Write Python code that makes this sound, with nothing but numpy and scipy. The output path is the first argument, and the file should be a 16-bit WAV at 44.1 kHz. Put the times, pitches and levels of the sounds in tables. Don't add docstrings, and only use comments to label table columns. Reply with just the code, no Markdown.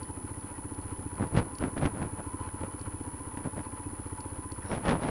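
import sys
import numpy as np
from scipy import signal
from scipy.fft import rfft, irfft
from scipy.io import wavfile

SR = 44100
rng = np.random.default_rng(int(sys.argv[2]) if len(sys.argv) > 2 else 0)


def wrap_up_sound(samples):
    columns = np.atleast_2d(samples).T
    tamed = np.clip(columns, -1, 1)
    steps = np.round(tamed * 32767).astype(np.int16)
    wavfile.write(sys.argv[1], SR, steps)


N = 224896
TIME = np.arange(N) / SR

# start_s, speed_rpm
CRANK_SPEED = [(0.0, 1627.1), (0.2, 1639.3), (0.4, 1938.3), (0.5, 1601.8), (0.65, 1813.0), (0.95, 1713.2),
               (1.1, 1807.1), (1.35, 1752.4), (1.55, 1829.9), (1.8, 1783.6), (2.2, 1807.7), (2.3, 1585.4),
               (2.4, 1840.7), (2.6, 1751.8), (2.75, 1821.6), (3.85, 1821.7), (4.0, 1832.4), (5.1, 1833.6)]
START_CYCLE, TURNS_PER_CYCLE = .744, 2
FIRING_SCATTER_S = .0007
# start_s, level_db
THUMP_LEVEL = [(0, -31), (.45, -33), (.6, -30), (2.1, -33.5), (2.33, -27), (2.53, -32), (5.1, -32)]
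# pitch_hz, width_hz, level_db, build_up_stages, lag_s
EXHAUST_MODES = [(52, 23, -15, 2, .004), (94, 52, -1, 2, 0), (289, 90, -3.5, 3, .0022),
                 (395, 140, -10, 3, .0022)]
# start_s, level_db
RATTLE_LEVEL = [(0, -50), (1.2, -48), (2.5, -47), (4.3, -49), (5.1, -46.5)]
# pitch_hz, width_hz, level_db
CASE_MODES = [(511.4, 70, -4), (865.5, 33, -1.5), (909.6, 28, -8.5), (968, 20, -1.5), (1019, 21, -1),
              (1101, 71, -7.5), (1338, 308, -4.5), (1980, 280, -16), (2290, 185, -15.5), (2870, 620, -18.5),
              (4300, 530, -23.5), (5250, 900, -41)]
# peak_s, scuff_db, rise_s, fall_s, edge_db, thud_db
JOLT_EVENTS = [(1.232, -35, 0.067, 0.044, -22, 8), (1.378, -30, 0.057, 0.065, -8.5, 7),
               (1.46, -52.5, 0.04, 0.024, -27, 8.9), (1.612, -38, .012, 0.044, -13, 8.5),
               (1.648, -37.5, 0.05, 0.062, -20, 5.8), (1.779, -39, 0.034, .06, -11, 5.5),
               (1.818, -39.5, 0.047, 0.046, -15, 5), (1.857, -31.5, 0.06, 0.048, -12, 4),
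               (1.95, -43, 0.035, 0.05, -27, 4.3), (2.025, -39.5, 0.13, 0.065, -31, 5.4),
               (2.188, -41.5, 0.023, 0.042, -35, 4.7), (2.636, -41, 0.019, 0.036, -28, 7),
               (3.378, -45.5, 0.011, 0.061, -13.5, 5), (3.458, -40, 0.013, 0.041, -34, 8.6),
               (3.57, -40, 0.0092, 0.031, -32, 6.8), (3.606, -45.5, 0.017, 0.024, -18, 7.4),
               (4.655, -49, 0.024, 0.07, -9, 3.4), (4.742, -35, 0.077, 0.098, -12, 2),
               (4.856, -33.5, 0.021, 0.055, -10, 1.5), (4.895, -24.5, .055, 0.084, -11, 2.4),
               (4.965, -39, .03, 0.033, -18, 1.7), (5.04, -35.5, 0.075, 0.068, -12.5, 1.5),
               (5.095, -33, 0.086, .05, -12, 1.3)]
JOLT_DROP_DB, JOLT_ROUNDNESS = 18.5, 1.61
EDGE_NARROWING = 2.22
# pitch_hz, level_db
ROAD_COLOUR = [(12, -14), (20, -9.5), (92, -5.5), (117, -6.5), (188, -7.5), (283, -5.5), (650, -21.5),
               (840, -13), (1430, -120)]
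ROLLING_DB = -47.5
# start_s, level_db
STONE_KNOCKS = [(1.3757, -38), (1.6072, -44), (1.6359, -33), (1.7782, -35.5), (1.8531, -27), (2.0279, -38),
                (2.187, -61), (2.4884, -44), (2.6339, -41), (3.373, -41), (3.4444, -53), (3.5647, -58),
                (3.5922, -41.5), (4.7158, -33), (4.883, -39.5)]
# pitch_hz, level_db, t60_s
FRAME_MODES = [(282, 7.5, 0.042), (835, 3, 0.0053), (1590, 8, 0.0029), (2640, -25, 0.036),
               (4250, -26, 0.0077)]
# start_s, level_db
METAL_TICKS = [(0.0179, -63), (0.0302, -38), (0.4095, -48.5), (0.7457, -45.5), (0.7891, -52), (0.8131, -52),
               (1.1418, -62), (1.1548, -48), (1.2715, -49), (1.5524, -40.5), (1.5848, -32.5), (2.794, -44),
               (2.813, -41), (4.0716, -49.5), (4.2053, -37), (4.5198, -36.5)]
# pitch_hz, level_db, t60_s
METAL_MODES = [(2780, -7.5, 0.0012), (4570, -8, 0.012), (5270, -16.5, 0.0088), (5840, -25, 0.015),
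               (7040, -21.5, 0.019), (14500, -24, 0.0074)]
# start_s, low_ring_db, high_rings_db
SQUEAK_LEVEL = [(4.6, -65, -90), (4.625, -48, -75), (4.66, -53, -67), (4.7, -61, -62), (4.73, -48, -58),
                (4.76, -85, -88)]
# pitch_hz, width_hz, level_db
JOINT_LOW_MODES = [(1530, 360, 0)]
# pitch_hz, width_hz, level_db
JOINT_HIGH_MODES = [(3800, 440, -5), (5500, 530, -4)]
# pitch_hz, width_hz, level_db
LOOSE_MODES = [(1925, 48, 0.5), (2560, 25, -3.5), (3024, 46, -6), (3330, 78, -10), (4400, 230, -11.5),
               (5000, 190, -11.5)]
LOOSE_DB = -68
WHINE_DB, CLOCK_HZ, CLOCK_START_S, WHINE_TURNS = -42.5, 38.2452, .0059, 262
HISS_DB, CUTOFF_HZ = -69.5, 15800


def from_db(db):
    return 10 ** (np.asarray(db) / 20)


def rms_one(x):
    return x / np.sqrt(np.mean(x ** 2) + 1e-20)


def butter(x, hz, kind, order=2):
    return signal.sosfilt(signal.butter(order, hz, kind, fs=SR, output="sos"), x)


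def drift(rate_hz):
    noise = rng.standard_normal(N + SR)
    return rms_one(butter(noise, rate_hz, "low")[SR:])


def resonance(x, hz, width_hz):
    r = np.exp(-np.pi * width_hz / SR)
    feedback = [1, -2 * r * np.cos(2 * np.pi * hz / SR), r * r]
    return signal.lfilter([(1 - r * r) / 2, 0, (r * r - 1) / 2], feedback, x)


def body(x, modes):
    total = 0
    for k, (hz, width_hz, level_db) in enumerate(modes):
        ring = resonance(resonance(x, hz, width_hz), hz, width_hz * 2)
        total = total + from_db(level_db) * (-1) ** k * rms_one(ring)
    return rms_one(total)


def grains(per_s, spread_db):
    sizes = from_db(spread_db * np.minimum(rng.exponential(1, N), 5))
    signs = rng.choice([-1, 1], N)
    return sizes * signs * (rng.random(N) < per_s / SR)


def cycles():
    rpm = np.interp(TIME, *np.transpose(CRANK_SPEED))
    return START_CYCLE + np.cumsum(rpm) / (60 * TURNS_PER_CYCLE * SR)


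def exhaust():
    at = np.flatnonzero(np.diff(np.floor(cycles())))
    at = at + (rng.normal(0, FIRING_SCATTER_S, len(at)) * SR).astype(int)
    thump_db = np.interp(at / SR, *np.transpose(THUMP_LEVEL)) + rng.normal(0, 1.6, len(at))
    out = np.zeros(N)
    for hz, width_hz, level_db, stages, lag_s in EXHAUST_MODES:
        puffs = np.full(N + SR, 1e-18 + 0j)
        puffs[at + int(lag_s * SR)] = from_db(thump_db + level_db + rng.normal(0, 1.1, len(at)))
        r = np.exp(-np.pi * width_hz / SR)
        for stage in range(stages):
            puffs = signal.lfilter([1], [1, -r * np.exp(2j * np.pi * hz / SR)], puffs)
        k = np.arange(SR)
        swell = np.max(k ** (stages - 1) * r ** k) / (stages - 1)
        out -= puffs.imag[:N] / swell
    return out


def valve_gear():
    beat_db = 2.5 * np.cos(2 * np.pi * (cycles() - .88))
    contacts = grains(2400, 2.8) * from_db(beat_db + 2.2 * drift(25))
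    level_db = np.interp(TIME, *np.transpose(RATTLE_LEVEL))
    return from_db(level_db) * body(contacts, CASE_MODES)


def jolts():
    slips = grains(1200, 3.4)
    grit = grains(4000, 3.2) * from_db(3.0 * drift(150))
    scuff = rms_one(butter(butter(slips, [280, 750], "band", order=1), 1470, "low"))
    edge = rms_one(butter(butter(grit, [1200, 2500], "band", order=1), 4500, "low"))
    thud = rms_one(butter(butter(slips, [70, 300], "band", order=1), 490, "low"))
    return np.sum(jolt_swells() * [scuff, edge, thud], axis=0)


def jolt_swells():
    power = np.zeros((3, N))
    for peak_s, scuff_db, rise_s, fall_s, edge_db, thud_db in JOLT_EVENTS:
        near = slice(int((peak_s - 3 * rise_s) * SR), int((peak_s + 3 * fall_s) * SR))
        t = TIME[near] - peak_s
        loss_db = JOLT_DROP_DB * np.abs(t / np.where(t < 0, rise_s, fall_s)) ** JOLT_ROUNDNESS
        power[:, near] += from_db([scuff_db - loss_db,
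                                   scuff_db + edge_db - EDGE_NARROWING * loss_db,
                                   scuff_db + thud_db - loss_db]) ** 2
    return np.sqrt(power)


def road():
    hz, level_db = np.transpose(ROAD_COLOUR)
    bins_hz = np.arange(N // 2 + 1) * SR / N
    colour = from_db(np.interp(np.log(bins_hz + 1), np.log(hz), level_db))
    lumps_db = 1.5 * drift(8)
    rumble = rms_one(irfft(rfft(rng.standard_normal(N)) * colour, N))
    return from_db(ROLLING_DB + lumps_db) * rumble


def blows(events, modes, bounce_s):
    start_s, blow_db = np.transpose(events)
    delay_s = bounce_s * rng.random((len(start_s), 3)) * [0, 1, 1]
    chance_db = rng.normal(0, 2.5, (len(start_s), 3, len(modes)))
    at = ((start_s[:, None] + delay_s) * SR).astype(int)
    out = np.zeros(N)
    for k, (hz, level_db, t60_s) in enumerate(modes):
        clicks = np.full(N, 1e-18)
        clicks[at] = from_db(blow_db[:, None] + level_db + chance_db[:, :, k])
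        r, w = from_db(-60 / (t60_s * SR)), 2 * np.pi * hz / SR
        out += signal.lfilter([0, np.sin(w)], [1, -2 * r * np.cos(w), r * r], clicks)
    return out


def stone_knocks():
    return butter(blows(STONE_KNOCKS, FRAME_MODES, 0.00316), 3800, "low")


def metal_ticks():
    return blows(METAL_TICKS, METAL_MODES, 0.0026)


def squeak():
    start_s, low_db, high_db = np.transpose(SQUEAK_LEVEL)
    rub = grains(1200, 1.7)
    low_ring = from_db(np.interp(TIME, start_s, low_db)) * body(rub, JOINT_LOW_MODES)
    high_rings = from_db(np.interp(TIME, start_s, high_db)) * body(rub, JOINT_HIGH_MODES)
    return low_ring + high_rings


def loose_parts():
    rings = 0
    for hz, width_hz, level_db in LOOSE_MODES:
        rings = rings + from_db(level_db) * rms_one(resonance(grains(60, 3.4), hz, width_hz))
    return from_db(LOOSE_DB) * rms_one(rings)


def whine():
    clock = 2 * np.pi * CLOCK_HZ * (TIME - CLOCK_START_S)
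    polarity = np.sign(np.sin(clock))
    tone = np.sin(WHINE_TURNS * clock) * polarity * from_db(0.58 * drift(220))
    return from_db(WHINE_DB) * butter(tone, 11700, "low")


def hiss():
    return from_db(HISS_DB) * rms_one(butter(rng.standard_normal(N), 7000, "low", order=1))


def scene():
    engine = exhaust() + valve_gear() + loose_parts()
    ride = jolts() + road() + stone_knocks() + metal_ticks() + squeak()
    return (engine + ride)[None]


def record(dry):
    top_cut = signal.ellip(12, .5, 70, CUTOFF_HZ, fs=SR, output="sos")
    return signal.sosfilt(top_cut, dry + whine() + hiss())


dry = scene()
out = record(dry)
wrap_up_sound(out)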